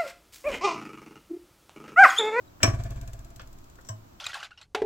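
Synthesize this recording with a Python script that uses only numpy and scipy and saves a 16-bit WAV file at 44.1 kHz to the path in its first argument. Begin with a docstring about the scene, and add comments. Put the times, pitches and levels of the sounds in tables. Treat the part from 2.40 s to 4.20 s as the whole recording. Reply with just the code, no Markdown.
"""A tiny squeak comes first, as a plastic ruler is bent down over a desk edge. Then the ruler slips off
a fingertip and slaps the wood with a sharp crack. It swings about 18 times a second, pressing on the
desk each time: a dying low flutter with a buzz and faint ticks. The hand brushes it, then a light tap
stops it. The sound is close and in stereo, in a small room with a faint steady hiss."""
import sys
import numpy as np
from scipy import signal
from scipy.fft import rfft, irfft, next_fast_len
from scipy.io import wavfile
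from scipy.ndimage import map_coordinates

SR = 44100
rng = np.random.default_rng(int(sys.argv[2]) if len(sys.argv) > 2 else 0)


def wrap_up_sound(samples):
    """Save the sound to the file named by the first command line argument, as 16-bit audio."""
    columns = np.atleast_2d(samples).T
    # keep every value between -1 and 1, then stretch to whole-number steps
    tamed = np.clip(columns, -1, 1)
    steps = np.round(tamed * 32767).astype(np.int16)
    wavfile.write(sys.argv[1], SR, steps)


N = 79380
T = np.arange(N) / SR

# Levels are relative. A fade is the time a sound takes to drop by 60 dB.
# the desk clacks under the landing and its bounces (t/s, level/dB, fade/s)
DESK_CLACKS = [(.2315, -16.5, 0.082), (.241, -21.5, .08), (.272, -30, 0.19)]
# the ruler's ringing tones, free and under the fingertip (f/Hz, level/dB, fade/s, left minus right/dB)
FREE_TONES = [(663.8, 0.5, 0.14, 2.5), (688, 1.5, .12, -1.5), (1141, -3, .11, 5.5), (1558, -6.5, 0.096, 8),
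              (1690, -9.5, 0.088, -3.5), (2360, -9, 0.13, -17.5), (2398, -11.5, 0.17, 11),
              (3075, -16, 0.14, 4.5), (5480, -9, .2, 2.5), (5545, -1, 0.1, 11), (5674, -3.5, 0.17, 1.5),
              (6530, -8.5, .1, -2.5), (7775, 1.5, 0.056, 6)]
HELD_TONES = [(217, -2.5, 0.214, 0), (643.5, 4, 0.15, -5), (1048, 4, 0.16, 6), (1566, -0.5, 0.096, -3),
              (1814, -10.5, 0.14, 4), (3030, -12, 0.21, -3), (5530, -1.5, 0.1, 8), (5984, 1, 0.081, 1),
              (7685, 5, 0.056, 2)]
# overtones of the swing (multiple of the swing rate, level/dB, fade/s)
SWING_OVERTONES = [(1, -43.5, 5.7), (2, -36.5, 2.2), (3, -33, 2.43), (4, -63, 1.6), (5, -32, 1.29),
                   (6, -31.5, 1.8), (7, -31.5, 1.7), (8, -35.5, 1.17), (9, -46, 0.65), (10, -47.5, 1.3),
                   (12, -51, 1.75)]
# the flutter sags, swells again and is stopped by the tap (t/s, level/dB)
FLUTTER_SHAPE = [(.3, 0.5), (.8, 1.5), (.92, -4), (1.05, 2.5), (1.15, 3.5), (1.27, -3), (1.48, -0.5),
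                 (1.53, -23)]
# pushes that set off a low bending tone (t/s, level/dB, f/Hz, fade/s)
LOW_THUMPS = [(.231, -14, 105.6, .16), (.2775, -15, 104.4, .12), (1.494, -28.5, 107, 0.32)]
# ticks at the desk edge, about one a swing (t/s, level/dB)
EDGE_TICKS = [(.3903, -51), (0.4368, -36), (0.5062, -38), (0.56, -47.5), (0.6133, -39), (0.6766, -39),
              (.733, -37.5), (0.7912, -45.5), (.8472, -44.5), (.9041, -46.5), (0.961, -39.5), (1.017, -46),
              (1.074, -46), (1.1293, -46.5), (1.186, -47.5), (1.242, -48.5), (1.2987, -48), (1.3556, -49.5),
              (1.412, -47)]
# brushes of the hand (t/s, level/dB, rise/s, fade/s, dull above f/Hz)
HAND_BRUSHES = [(.202, -40, 0.0027, 0.15, 2530), (.994, -36, 0.0016, 0.065, 5460),
                (1.006, -49, 0.0023, 0.15, 4470), (1.385, -41.5, .002, 0.076, 1730)]
# the fingertip grazes the ruler before stopping it (t/s, level/dB)
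FINGER_GRAZES = [(1.448, -52), (1.468, -54)]
# the colour of each noise: how strong it is from bass to treble (f/Hz, level/dB)
CRACK_COLOUR = [(800, -20.5), (2300, -3.5), (3100, -8), (3500, -10.5), (4900, -13.5), (5600, 2.5),
                (6200, -10), (7900, -12.5), (9100, -40.5), (10400, -15.5), (11800, -19.5), (13000, -34),
                (15400, -18)]
CLACK_COLOUR = [(100, -20.5), (160, -6), (290, 4.5), (480, -11), (670, 0.5), (850, -10), (1020, -5.5),
                (1170, -0.5), (1400, -11), (1700, -5), (2050, -12), (2400, -11), (3500, -23), (4900, -25),
                (5600, -18.5), (6200, -22), (8000, -31), (10000, -38)]
BUZZ_COLOUR = [(200, -2), (330, -2.5), (480, -12.5), (590, -7), (690, 0.5), (800, -17), (1130, -8),
               (1350, -17), (1620, -5.5), (1950, -20), (2350, -13), (2800, -21.5), (5000, -24.5),
               (7800, -23), (9000, -38)]
TICK_COLOUR = [(500, -25.5), (3000, 2), (5000, -0.5), (7500, 5), (9000, -7), (12000, -3.5), (15500, -4)]
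BRUSH_COLOUR = [(150, -8), (420, -9), (560, 3), (950, -7), (1400, 2.5), (1750, 0.5), (2100, -8.5),
                (2500, -6), (3300, -3), (3900, -13), (5000, -9), (8000, -13.5), (15000, -17)]
TAP_COLOUR = [(300, -14.5), (900, -7), (1700, -14), (2300, -17), (4800, -16), (5600, -2.5), (6000, -0.5),
              (6500, -19.5), (7000, -2.5), (7700, -7.5), (9000, -20), (11000, -46), (13500, -21),
              (15400, -17.5)]
HISS_COLOUR = [(20, 1), (50, 0.5), (110, 3), (150, -4.5), (340, -3.5), (450, -13), (600, -9), (1300, -12),
               (1800, -20.5), (3500, -24.5), (7800, -25), (9000, -39.5), (12000, -28.5), (15500, -27)]
# how alike left and right are (f/Hz, likeness: 1 or more is the same, -1 or less is opposite)
RULER_LIKENESS = [(120, -1.8), (300, 3.3), (700, 0.4), (1150, 0.2), (2500, 0.77), (5600, 0.3),
                  (7800, -0.23), (11000, -0.15)]
HISS_LIKENESS = [(60, 0.76), (200, 0.81), (400, 0.002), (650, -0.38), (1200, -0.31), (2500, -0.15),
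                 (8000, -0.11)]
# how far the ruler's wave on the left runs ahead of the right (f/Hz, lead/rad)
LEFT_LEAD = [(110, 0), (330, -1.16), (660, 1.28), (1100, 4), (1650, 4.5), (2500, 5), (5600, 3.5), (7600, 6),
             (14000, 4.5)]
# how much louder the ruler's noise is on the left (f/Hz, level/dB)
LEFT_BOOST = [(100, 0.5), (2500, -0.5), (5600, 4.5), (7800, 10), (11000, 0.5)]
# how long the room echoes (f/Hz, fade/s)
ROOM_FADE = [(100, 0.35), (600, 0.37), (2500, 0.19), (7000, 0.18), (15000, .22)]

RELEASE_S, CONTACT_S, SWING_HZ = 0.2, .336, 17.6  # let go, a moment of desk contact, swing rate
CRACK_RISE_S, BUILD_CYCLES = .0016, 6
DESK_HZ, DESK_WIDTH_HZ = 106, 29.7  # the desk's low resonance, which delays the overtones near it
WHINE_HZ, WHINE_BEND_HZ = 655, 24
ROOM_DB, HISS_DB, TOP_HZ = -10, -53.5, 16000


def slap():
    """The ruler lands: a bright crack, then the clack of the desk."""
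    crack = amp(-8) * swell(.2296, CRACK_RISE_S, fade=0.035) * ruler_noise(CRACK_COLOUR)
    knocks = sum(amp(db) * swell(start, 0.0031, fade) for start, db, fade in DESK_CLACKS)
    return crack + knocks * ruler_noise(CLACK_COLOUR)


def ring(start, tones):
    """A blow makes the plastic ring roughly; each tone builds up over a few cycles."""
    out = np.zeros((2, N))
    for hz, db, fade, pan_db in tones:
        rise = CRACK_RISE_S / 2 + BUILD_CYCLES / hz
        phase = 2 * np.pi * hz * (T - start) + .65 * wobble(rate=130)
        out += amp(db) * swell(start, rise, fade) * ruler_tone(hz, phase, pan_db)
    return out


def flutter():
    """The swinging ruler presses on the desk once a swing, and the desk smears each push."""
    out = np.zeros(N)
    for multiple, db, fade in SWING_OVERTONES:
        hz = multiple * SWING_HZ
        desk_lag = 2 * np.arctan2(hz * DESK_WIDTH_HZ, DESK_HZ ** 2 - hz ** 2)
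        phase = 2 * np.pi * hz * (T - CONTACT_S) - desk_lag + .38 * wobble(rate=9)
        level = amp(db + 1.8 * wobble(rate=9))
        out -= level * swell(RELEASE_S, .085, fade) * np.cos(phase)
    shape_db = np.interp(T, *np.transpose(FLUTTER_SHAPE))
    return np.sqrt(2) * amp(shape_db) * out


def thumps():
    """The first two landings and the final tap set off a low bending tone."""
    return sum(amp(db) * swell(start, 0.0068, fade) * np.sin(2 * np.pi * hz * (T - start))
               for start, db, hz, fade in LOW_THUMPS)


def buzz():
    """The ruler chatters on the wood, loudest around each contact."""
    level = amp(-40.5 + 5.5 * np.cos(swing_angle(delay=.011)))
    return level * swell(RELEASE_S, rise=0.017, fade=1.75) * ruler_noise(BUZZ_COLOUR)


def whine():
    """A higher tone of the ruler whines, growing louder and bending slightly up on each swing."""
    angle = swing_angle(delay=.016)
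    bend = WHINE_BEND_HZ / SWING_HZ * np.sin(angle)
    phase = 2 * np.pi * WHINE_HZ * T + bend + 2.2 * wobble(rate=30)
    level = amp(-46 + 8.5 * np.cos(angle))
    return level * swell(RELEASE_S, rise=0.0206, fade=2.1) * ruler_tone(WHINE_HZ, phase, pan_db=0)


def ticks():
    """The swinging ruler makes thin clicks at the desk edge."""
    clicks = sum(amp(db) * swell(start - .001, rise=0.00094, fade=0.031) for start, db in EDGE_TICKS)
    return amp(-3.5) * clicks * ruler_noise(TICK_COLOUR)


def hand():
    """Skin brushes the plastic, grazes the tip and taps it to rest."""
    rub = ruler_noise(BRUSH_COLOUR)
    brushes = sum(amp(db) * swell(start, rise, fade) * dulled(rub, hz)
                  for start, db, rise, fade, hz in HAND_BRUSHES)
    grazes = sum(amp(db) * swell(start, rise=0.00088, fade=0.094) for start, db in FINGER_GRAZES)
    tap = amp(-34) * swell(1.4872, rise=.0008, fade=.06)
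    return brushes + (grazes + tap) * ruler_noise(TAP_COLOUR)


def squeak():
    """A tiny squeak while the ruler is bent down."""
    return amp(-47) * swell(.075, rise=0.0041, fade=0.029) * np.sin(2 * np.pi * 3880 * T)


def room(x):
    """The small room adds a short blur of echoes, alike left and right only in the bass."""
    hz, t, grains = signal.stft(rng.standard_normal((2, SR // 2)), SR, nperseg=256)
    width = np.array([np.ones_like(hz), hz / np.hypot(hz, 450)])[..., None]
    decay = amp(-60 * t / look_up(ROOM_FADE, hz)[:, None])
    mid, side = signal.istft(grains * width * decay, SR, nperseg=256)[1]
    onset = 1 - np.exp(-np.arange(len(mid)) / SR / 0.0025)
    tail = np.array([mid + side, mid - side]) * onset
    return signal.fftconvolve(x, tail / np.linalg.norm(tail[0]), axes=1)[:, :N]


def hiss():
    """A faint, dull, steady hiss lies behind everything."""
    return amp(HISS_DB) * noise(HISS_COLOUR, HISS_LIKENESS)


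def amp(db):
    """Turn decibels into a factor to multiply by."""
    return 10 ** (np.asarray(db) / 20)


def unit(x):
    """Scale a sound to an average strength (rms) of 1."""
    return x / np.sqrt(np.mean(x ** 2) + 1e-20)


def swell(start, rise, fade):
    """A loudness curve that rises from start and dies away; all times are in seconds."""
    age = np.maximum(T - start, 0)
    return (1 - np.exp(-(age / rise) ** 2)) * amp(-60 * age / fade)


def swing_angle(delay):
    """An angle that turns once a swing, passing zero delay seconds after each contact."""
    return 2 * np.pi * SWING_HZ * (T - CONTACT_S - delay)


def wobble(rate):
    """A smooth curve through rate random values a second."""
    return map_coordinates(rng.standard_normal(400), [T * rate], mode="mirror")


def look_up(table, hz):
    """Read a table between its rows, on a pitch-like (log) scale."""
    freqs, values = np.transpose(table)
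    return np.interp(np.log(hz + 1), np.log(freqs + 1), values)


def filtered(x, response):
    """Multiply each frequency in a sound by response(hz)."""
    size = next_fast_len(N + SR // 2)
    return irfft(rfft(x, size) * response(np.fft.rfftfreq(size, 1 / SR)), size)[..., :N]


def dulled(x, hz):
    """Soften the treble above hz."""
    return filtered(x, lambda f: 1 / np.sqrt(1 + (f / hz) ** 8))


def noise(colour, likeness):
    """Stereo noise: mid is what both ears share, side is how they differ."""
    def response(hz):
        spread = np.arccos(np.clip(look_up(likeness, hz), -1, 1)) / 2
        return amp(look_up(colour, hz)) * [np.cos(spread), np.sin(spread)]
    mid, side = filtered(rng.standard_normal((2, N)), response)
    return unit(np.array([mid + side, mid - side]))


def ruler_noise(colour):
    """Noise that arrives from the ruler's direction."""
    def direction(hz):
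        half = np.array([[.5], [-.5]])
        return amp(half * look_up(LEFT_BOOST, hz)) * np.exp(1j * half * look_up(LEFT_LEAD, hz))
    return unit(filtered(noise(colour, RULER_LIKENESS), direction))


def ruler_tone(hz, phase, pan_db):
    """A tone from the ruler's direction, pan_db louder on the left."""
    half = np.array([[.5], [-.5]])
    return amp(half * pan_db) * np.sin(phase + half * look_up(LEFT_LEAD, hz))


def scene():
    """Add up the sounds; the low flutter, the thumps and the hiss get no echo."""
    slap_ring = amp(-17) * ring(.2298, FREE_TONES)
    tap_ring = amp(-41.5) * ring(1.488, HELD_TONES)
    near = slap_ring + tap_ring + slap() + buzz() + whine() + ticks() + hand() + squeak()
    return near + amp(ROOM_DB) * room(near) + flutter() + thumps() + hiss()


def record(dry):
    """Flatten any peaks beyond full scale and remove everything above TOP_HZ."""
    return filtered(np.clip(dry, -1, 1), lambda hz: hz < TOP_HZ)


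dry = scene()
out = record(dry)
wrap_up_sound(out)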